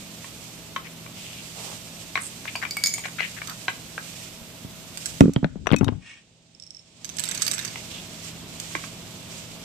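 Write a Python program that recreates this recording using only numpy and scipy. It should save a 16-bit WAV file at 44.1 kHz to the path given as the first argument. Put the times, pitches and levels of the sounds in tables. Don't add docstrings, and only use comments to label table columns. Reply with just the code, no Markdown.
import sys
import numpy as np
from scipy import signal
from scipy.fft import rfft, irfft
from scipy.io import wavfile

SR = 44100
rng = np.random.default_rng(int(sys.argv[2]) if len(sys.argv) > 2 else 0)


def output_pcm(signal):
    pcm = np.clip(np.atleast_2d(signal).T, -1, 1) * 32767
    wavfile.write(sys.argv[1], SR, np.round(pcm).astype(np.int16))


N = 425124
TIME = np.arange(N) / SR
TOP_HZ = 14800
LANDING_S, TIP_S, LET_GO_S = 5.2075, 5.436, 5.94
LANDED_PAN_DB, TIPPED_PAN_DB, TURN_DB = -2.5, 14.5, -8


def undb(db):
    return 10 ** (np.asarray(db) / 20)


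def unit(x):
    return x / np.sqrt(np.mean(x ** 2))


def ears(pan_db):
    gains = undb(np.array([[pan_db], [-pan_db]]) / 2)
    return gains / gains.mean()


def add(track, s, sound):
    start = max(int(s * SR), 0)
    track[:, start:start + sound.shape[1]] += sound[:, :N - start]


def noise(size, likeness):
    mid, side = rng.standard_normal((2, size))
    spread = np.sqrt(1 - likeness) * side * np.array([[1], [-1]])
    return (np.sqrt(1 + likeness) * mid + spread) / np.sqrt(2)


def walk(rate, size):
    knots = np.arange(size) * rate / SR
    count = int(knots[-1]) + 2
    return np.interp(knots, np.arange(count), rng.standard_normal(count))


def fading(t, t60):
    return np.exp(-np.log(1000) * t / t60)


def colour(x, points):
    hz, db = np.transpose(points)
    bins = np.arange(x.shape[-1] // 2 + 1) * SR / x.shape[-1]
    return irfft(rfft(x) * undb(np.interp(np.log(bins + 1), np.log(hz), db)), x.shape[-1])


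def resonate(x, hz, width_hz):
    hz = min(hz, SR / 2 - 1000)
    return signal.lfilter(*signal.iirpeak(hz, hz / min(width_hz, SR / 4), fs=SR), x)


def lowpass(x, hz, order):
    return signal.sosfilt(signal.butter(order, min(hz, SR / 2 - 1000), fs=SR, output="sos"), x)


def room(x, wet_db, t60=0.52, early_t60=0.1, early_db=3, cross=0.69):
    t = np.arange(SR // 2) / SR
    decay = fading(t, t60) + undb(early_db) * fading(t, early_t60)
    response = noise(len(t), 0.064) * decay * (1 - np.exp(-t / 0.0025))
    response /= np.sqrt(np.sum(response ** 2, axis=1, keepdims=True))
    return x + undb(wet_db) * signal.fftconvolve(x + cross * x[::-1], response, axes=1)[:, :N]


def from_right(x, lag_s=0.0004):
    return np.array([np.roll(x[0], int(lag_s * SR)), x[1]])


def placed(rows, pan_db):
    return [(s, db, hz, pan_db + TURN_DB * (s > LANDING_S)) for s, db, hz in rows]


def on_case(rows):
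    return [(s, db, hz, TIPPED_PAN_DB if TIP_S < s < LET_GO_S else LANDED_PAN_DB) for s, db, hz in rows]


def strikes(rows, modes, focus_db, crack_db, contact_s, touch, top_hz, detune, bounce, likeness,
            gain_db):
    out, t = np.zeros((2, N)), np.arange(SR // 8) / SR
    low_cut = signal.butter(3, 0.56 * modes[0][0], "highpass", fs=SR, output="sos")
    for s, db, strong_hz, pan_db in rows:
        force = noise(len(t), likeness) * np.exp(-(t / contact_s) ** 2)
        force[:, 0] += touch
        force += bounce * np.roll(force, int(rng.uniform(.002, 0.0068) * SR), axis=1)
        force = signal.sosfilt(low_cut, lowpass(force, max(top_hz, 0.9 * strong_hz), order=3))
        sound = undb(crack_db) * resonate(force, strong_hz, 2.3 * strong_hz)
        for hz, width_hz, mode_db in modes:
            nearness = np.exp(-(np.log2(hz / strong_hz) / 0.25) ** 2)
            shift = 1 + detune * (1 - nearness) * rng.standard_normal()
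            sound += undb(mode_db + focus_db * nearness) * resonate(force, hz * shift, width_hz)
        crest = 3 * sound[:, :SR // 100].std(axis=1, keepdims=True)
        add(out, s, sound / crest * undb(db + gain_db) * ears(pan_db))
    return out


def sinking(low_db=-14.5, sink_s=0.14, return_s=7.035, rise_s=0.078, after_db=2):
    sunk = 1 - np.exp(-np.maximum(TIME - LANDING_S, 0) / sink_s)
    back = (1 + np.tanh((TIME - return_s) / rise_s / 2)) / 2
    return low_db * sunk * (1 - back) + after_db * back


def muffle(x, top_hz=9000, held_db=3.5, lying_db=-2):
    scoop = 1 - undb(0.33 * np.minimum(sinking(), 0))
    x = x - resonate(x, hz=1250, width_hz=1300) * scoop
    dull = signal.sosfiltfilt(signal.butter(8, top_hz, fs=SR, output="sos"), x)
    return dull + (x - dull) * undb(sinking() + np.where(TIME < LANDING_S, held_db, lying_db))


def room_tone(air_db=-45, hum_gain_db=-1, waver_db=2.5, split_hz=900, hiss_db=-3):
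    # f/Hz, level/dB
    tones = [(120.5,-55), (165,-50), (651,-62)]
    # f/Hz, level/dB
    air_eq = [(15, -42.5), (25, -15.5), (71, -8), (106, -1.5), (167, -11), (191, -0.5), (415, -11.5),
              (637, -11), (729, -13.5), (1060, -15), (1720, -18.5), (3540, -13), (8100, -29.5),
              (13800, -22.5), (15000, -37)]
    wide = noise(N, 0.023)
    hiss = wide - lowpass(wide, split_hz, order=1)
    air = lowpass(noise(N, 0.78), split_hz, order=1) + undb(hiss_db) * hiss
    hum = 0
    for hz, db in tones:
        amplitude = np.sqrt(2) * undb(db + hum_gain_db + waver_db * walk(6, N))
        hum += amplitude * np.sin(2 * np.pi * hz * TIME + .5 * walk(9, N))
    return (unit(colour(air, air_eq)) * undb(air_db) + hum) * undb(sinking()) * ears(-0.91)


def rustle(resting_db=-44.5, gain_db=-3.5, flicker_db=1.5, pan_db=-7.5):
    # middle t/s, length/s, level/dB
    strokes = [(0.27,1.04,-43.5), (1.31,0.48,-40.5), (1.675,0.5,-37), (2.398,2.8,-42.5), (3.563,1.25,-41.5),
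               (4.165,0.5,-39), (5.077,0.3,-36.5), (7.608,1.95,-41.5), (8.25,0.16,-40), (8.725,0.52,-38.5),
               (9.38,0.2,-40)]
    # f/Hz, level/dB
    cloth_eq = [(710, -37), (1200, -11), (1670, -10), (2510, -2), (4090, -3.5), (7310, -2), (8300, -3),
                (10100, -16.5), (13900, -16.5), (15000, -37.5)]
    power = undb(resting_db) ** 2
    for s, length, db in strokes:
        swell = np.cos(np.pi * np.clip((TIME - s) / length, -.5, .5))
        power = power + (undb(db) * swell) ** 2
    level_db = 10 * np.log10(power) + sinking() + flicker_db * walk(60, N)
    return unit(colour(noise(N, 0.13), cloth_eq)) * undb(level_db + gain_db) * ears(pan_db)


def grip_rumble(db=-34, rise_db_per_s=21, fall_db_per_s=170, jolt_db=3, pan_db=12):
    rub = resonate(noise(N, .4), hz=110, width_hz=260)
    rumble = unit(lowpass(resonate(rub, hz=110, width_hz=260), 190, order=2))
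    grip_db = db - np.maximum(rise_db_per_s * (LET_GO_S - TIME), fall_db_per_s * (TIME - LET_GO_S))
    return rumble * undb(grip_db + jolt_db * walk(23, N)) * ears(pan_db)


def case_taps():
    # t/s, level/dB, strongest f/Hz
    hits = [(5.2073,-4,1110), (5.2112,-5.5,800), (5.3615,-14,3100), (5.6595,-27,950), (5.4445,-11.5,704),
            (5.6695,-7,812), (5.6725,-12.5,1150), (5.6915,-20,1500), (5.7045,-17.5,900),
            (5.7152,-14.5,3100), (5.7228,-17.5,1800), (5.7335,-12,1750), (5.741,-14,1650), (5.745,-14,800),
            (5.8105,-19.5,1000), (5.845,-23.5,800), (5.882,-16,1700), (5.8875,-17,910)]
    # f/Hz, width/Hz, level/dB
    modes = [(560,150,10.5), (810,300,7), (1250,350,4.5), (1750,400,-4.5), (2330,300,-5.5), (3150,400,-6)]
    return strikes(on_case(hits), modes, focus_db=15.5, crack_db=-19.5, contact_s=0.0018, touch=3.6,
                   top_hz=3120, detune=0.088, bounce=0.14, likeness=0.15, gain_db=-4)


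def corner_pings():
    # t/s, level/dB, strongest f/Hz
    hits = [(5.2073,-10.5,6660), (5.3355,-23.5,7600), (5.67,-19.5,5870), (5.7232,-27.5,7540),
            (5.7635,-13.5,2580), (5.785,-24,6200), (5.789,-27,3800), (5.845,-22,4400)]
    # f/Hz, width/Hz, level/dB
    modes = [(2550,30,4.5), (3774,36,0.5), (4400,120,-9), (5890,73,2), (6500,130,-6), (7520,90,1),
             (9800,97,-10)]
    return strikes(on_case(hits), modes, focus_db=9.5, crack_db=-13, contact_s=0.0016, touch=6.1,
                   top_hz=11300, detune=0, bounce=0.14, likeness=0.23, gain_db=-7)


def bounces(push_hz=265, ring_hz=184, ring_db=-1.5, rise_s=0.00079, scuff_db=-27, scuff_hz=1300):
    # t/s, level/dB
    hits = [(5.224,-6.5), (5.2402,-5.5), (5.2576,-3.5), (5.282,-6), (5.295,-9)]
    out, t = np.zeros((2, N)), np.arange(-SR // 100, SR // 6) / SR
    spread = (np.pi * push_hz * t) ** 2
    push = (1 - 2 * spread) * np.exp(-spread)
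    attack = (1 + np.tanh(t / rise_s)) / 2
    ring = np.cos(2 * np.pi * ring_hz * t) * fading(np.maximum(t, 0), t60=0.048) * attack
    for s, db in hits:
        scuff = np.exp(-spread) * unit(lowpass(noise(len(t), .5), scuff_hz, order=3))
        sound = push + undb(ring_db) * ring + undb(scuff_db) * scuff
        add(out, s + t[0], sound / np.abs(sound).max() * undb(db) * ears(LANDED_PAN_DB))
    return out


def thumps(stiffen=2.6, relax_s=0.0014, body_hz=262, heave_hz=58, rub_hz=850, rise_s=0.0008):
    # t/s, level/dB, f/Hz, t60/s, pan/dB
    bumps = [(4.416,-32,57,.05,-2), (4.648,-24.5,99,0.045,-1.5), (5.2078,10,132,.022,-1),
             (5.3627,-5,129,.055,-3.5), (5.4293,-9,149,0.067,-6), (5.4446,-9,165,.08,6),
             (5.557,-23,190,0.09,9), (5.7153,-4.5,114,0.079,15), (5.7307,0,151,.05,15),
             (5.7431,-4.5,205,.035,14), (5.8107,-4,119,0.036,15), (5.8159,-4,135,.05,17),
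             (5.8299,-5.5,99,.06,20), (5.8665,-14,101,0.094,15), (5.874,-9,94,0.082,18),
             (5.8876,-10,230,0.053,8), (5.9215,-16,95,.08,18), (8.752,-23.5,301,0.043,-1.5)]
    out, t = np.zeros((2, N)), np.arange(SR // 3) / SR
    mic_phase = np.array([[0], [0.9]])
    heave = fading(t, t60=0.07) * np.sin(2 * np.pi * heave_hz * t)
    for s, db, hz, t60, pan_db in bumps:
        cycles = hz * (t + stiffen * relax_s * (1 - np.exp(-t / relax_s)))
        rock = fading(t, t60) * np.sin(2 * np.pi * cycles + mic_phase)
        shift = 1 + 0.063 * rng.standard_normal((2, 1))
        body = fading(t, t60=0.22) * np.sin(2 * np.pi * body_hz * shift * t)
        rub = fading(t, t60) * unit(lowpass(noise(len(t), .3), rub_hz, order=3))
        sound = (rock + undb(-18) * (heave + body) + undb(-19) * rub) * (1 - np.exp(-t / rise_s))
        sides = ears(pan_db)
        add(out, s, -sound / np.abs(sound).max() * undb(db) * sides / sides.max())
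    return signal.sosfilt(signal.butter(1, 25, "highpass", fs=SR, output="sos"), out)


def drag(middle_s=6.075, rise_s=0.046, fall_s=0.075, db=-46, grain_db=6, slips_per_s=160, pan_db=-1):
    # f/Hz, width/Hz, level/dB
    modes = [(1220,130,-12), (1870,150,-5), (2265,45,-1), (2450,400,-1), (2770,160,-4), (3200,140,-9),
             (5160,900,-16), (7550,140,-11)]
    swell = np.exp(-((TIME - middle_s) / np.where(TIME < middle_s, rise_s, fall_s)) ** 2)
    slips = lowpass(noise(N, 0.95), 9000, order=8) * undb(grain_db * walk(slips_per_s, N))
    walls = sum(undb(mode_db) * resonate(slips, hz, width_hz) for hz, width_hz, mode_db in modes)
    return unit(walls) * swell * undb(db) * ears(pan_db)


def scrapes(truck_hz=2090, grain_db=4.5, slips_per_s=600):
    # start t/s, length/s, level/dB, centre f/Hz
    slides = [(0.841,0.04,-43.5,2250), (1.125,0.32,-48,2880), (1.53,0.24,-47,700), (2.166,0.027,-33,2000),
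              (2.197,0.09,-38.5,8400), (2.471,0.036,-35,2420), (2.611,0.039,-32.5,1710),
              (3.036,0.026,-35,1910), (3.182,0.026,-29,2000), (3.21,0.059,-32.5,2370),
              (3.362,0.032,-41,1900), (3.478,0.05,-41,1280), (7.159,0.61,-46.5,2500), (7.179,0.61,-50,1690),
              (7.90,0.11,-43,3200)]
    out = np.zeros((2, N))
    for s, length, db, hz in slides:
        width_hz = 1560 * np.sqrt(hz / truck_hz)
        pan_db = 10 - 9.5 * abs(np.log2(hz / truck_hz)) + TURN_DB * (s > LET_GO_S)
        size = int(max(length, .01) * SR)
        slips = noise(size, 0.3) * undb(grain_db * walk(slips_per_s, size))
        slips *= signal.windows.tukey(size, .4)
        for _ in range(3):
            slips = resonate(slips, hz, width_hz)
        add(out, s, unit(slips) * undb(db) * ears(pan_db))
    return out


def small_brick_ticks(strong_hz=5420, pan_db=-14):
    # t/s, level/dB
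    hits = [(6.5487,-39), (6.5982,-32), (6.623,-30.5), (6.636,-34), (6.665,-37.5), (6.6735,-35),
            (6.7056,-28.5), (6.7464,-32), (6.767,-31.5), (6.792,-37)]
    # f/Hz, width/Hz, level/dB
    modes = [(3960,790,-14), (5400,120,2), (7820,160,0), (10100,110,-9)]
    rows = placed([(s, db, strong_hz) for s, db in hits], pan_db)
    return strikes(rows, modes, focus_db=14, crack_db=-31, contact_s=0.0025, touch=1.5,
                   top_hz=8300, detune=0, bounce=0, likeness=.3, gain_db=-4)


def pile(from_s=7.17, to_s=7.68, per_s=55, hz=5600, octaves=0.51):
    times = np.arange(from_s, to_s, 1 / per_s)
    chance = rng.standard_normal((len(times), 3))
    return [(s + .5 * late / per_s, -28.5 + 3 * hard, min(hz * 2 ** (octaves * high), TOP_HZ))
            for s, (late, hard, high) in zip(times, chance)]


def brick_clicks(pan_db=-10):
    # t/s, level/dB, strongest f/Hz
    hits = [(3.4735,-24,4020), (3.497,-24,4030), (4.9736,-22,7250), (5.0579,-15,8620), (7.0455,-21.5,6250),
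            (7.0918,-24,6250), (7.1854,-19.5,5430), (7.1949,-15,7960), (7.2379,-16.5,8000),
            (7.2883,-17,7800), (7.3128,-18.5,6860), (7.3195,-26,2000), (7.3487,-25,4230), (7.376,-21,5430),
            (7.4128,-27,4260), (7.4195,-10.5,7270), (7.4255,-14.5,7900), (7.4655,-16,4780),
            (7.4792,-13,4900), (7.5137,-13,7200), (7.5391,-17.5,7810), (7.581,-23,2180), (7.592,-19.5,3720),
            (7.6494,-21.5,6140), (8.5999,-22,9300)]
    # f/Hz, width/Hz, level/dB
    modes = [(1740,45,-2), (2240,130,-9), (3757,82,-5), (4660,100,-2), (5450,150,-6), (6270,180,-1),
             (7660,130,-4), (7930,100,0), (12830,810,1)]
    return strikes(placed(hits + pile(), pan_db), modes, focus_db=12.5, crack_db=-8.5, contact_s=0.0023,
                   touch=3.6, top_hz=9300, detune=0.045, bounce=0.6, likeness=.3, gain_db=-1)


def stud_snaps(pan_db=-3):
    # t/s, level/dB, strongest f/Hz
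    hits = [(2.559,-23.5,4600), (2.7095,-18,4700), (2.7688,-16,2480), (2.8382,-7,4630), (2.8601,-11,5650),
            (2.871,-11,6780), (2.9388,-14.5,7200), (2.9455,-25,9400), (2.984,-29,8300)]
    # f/Hz, width/Hz, level/dB
    modes = [(2250,42,4.5), (4705,88,0), (5250,42,1), (6730,120,-4.5), (6810,100,-4.5), (8240,100,-1.5),
             (9380,97,-7), (13500,690,-6.5)]
    return strikes(placed(hits, pan_db), modes, focus_db=14.5, crack_db=-21, contact_s=0.0014, touch=9,
                   top_hz=13000, detune=0.005, bounce=0.2, likeness=0.082, gain_db=-0.5)


def truck_clacks():
    # t/s, level/dB, strongest f/Hz, pan/dB
    hits = [(0.244,-32.5,1340,1), (0.762,-17,1500,5), (1.063,-33,1060,5), (2.155,-12.5,2100,4),
            (2.175,-18.5,1490,-8), (2.454,-27.5,1230,3), (2.554,-19.5,2130,2.5), (2.631,-22.5,1120,-2.5),
            (2.651,-21,2240,10), (2.768,-25.5,1760,0), (2.981,-26.5,2280,6), (3.056,-22,2460,1),
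            (3.083,-31,1450,-3), (3.205,-14.5,2250,7), (3.417,-23.5,1590,4), (3.682,-12.5,1610,2),
            (3.979,-21,1610,3), (7.757,-25.5,2080,-4), (8.751,-16.5,1330,-5), (8.839,-28.5,1220,-3)]
    # f/Hz, width/Hz, level/dB
    modes = [(716,180,-11.5), (1160,110,6), (1558,420,-1), (2060,240,-2), (2254,220,-1), (2860,180,-2.5),
             (3960,200,2.5), (5570,360,4)]
    return strikes(hits, modes, focus_db=9, crack_db=-13, contact_s=0.0037, touch=2.1,
                   top_hz=3060, detune=0.045, bounce=0.22, likeness=0.48, gain_db=1.5)


def scene(truck_t60=0.27):
    clacks, snaps = truck_clacks(), stud_snaps()
    rattle = from_right(brick_clicks() + small_brick_ticks())
    knocks = case_taps() + corner_pings()
    bricks = room(clacks, wet_db=-8.5, t60=truck_t60) + room(snaps, wet_db=-7) + room(rattle, wet_db=-10)
    slides = room(scrapes(), wet_db=-9, t60=truck_t60) + room(drag(), wet_db=-2, t60=0.4, early_db=12)
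    phone = room(knocks, wet_db=-20.5) + thumps() + bounces() + grip_rumble()
    background = muffle(from_right(rustle()) + room_tone())
    return background + phone + slides + bricks


def record(dry):
    top_cut = signal.ellip(8, .2, 70, TOP_HZ, fs=SR, output="sos")
    return signal.sosfilt(top_cut, np.clip(dry, -.94, .94))


dry = scene()
out = record(dry)
output_pcm(out)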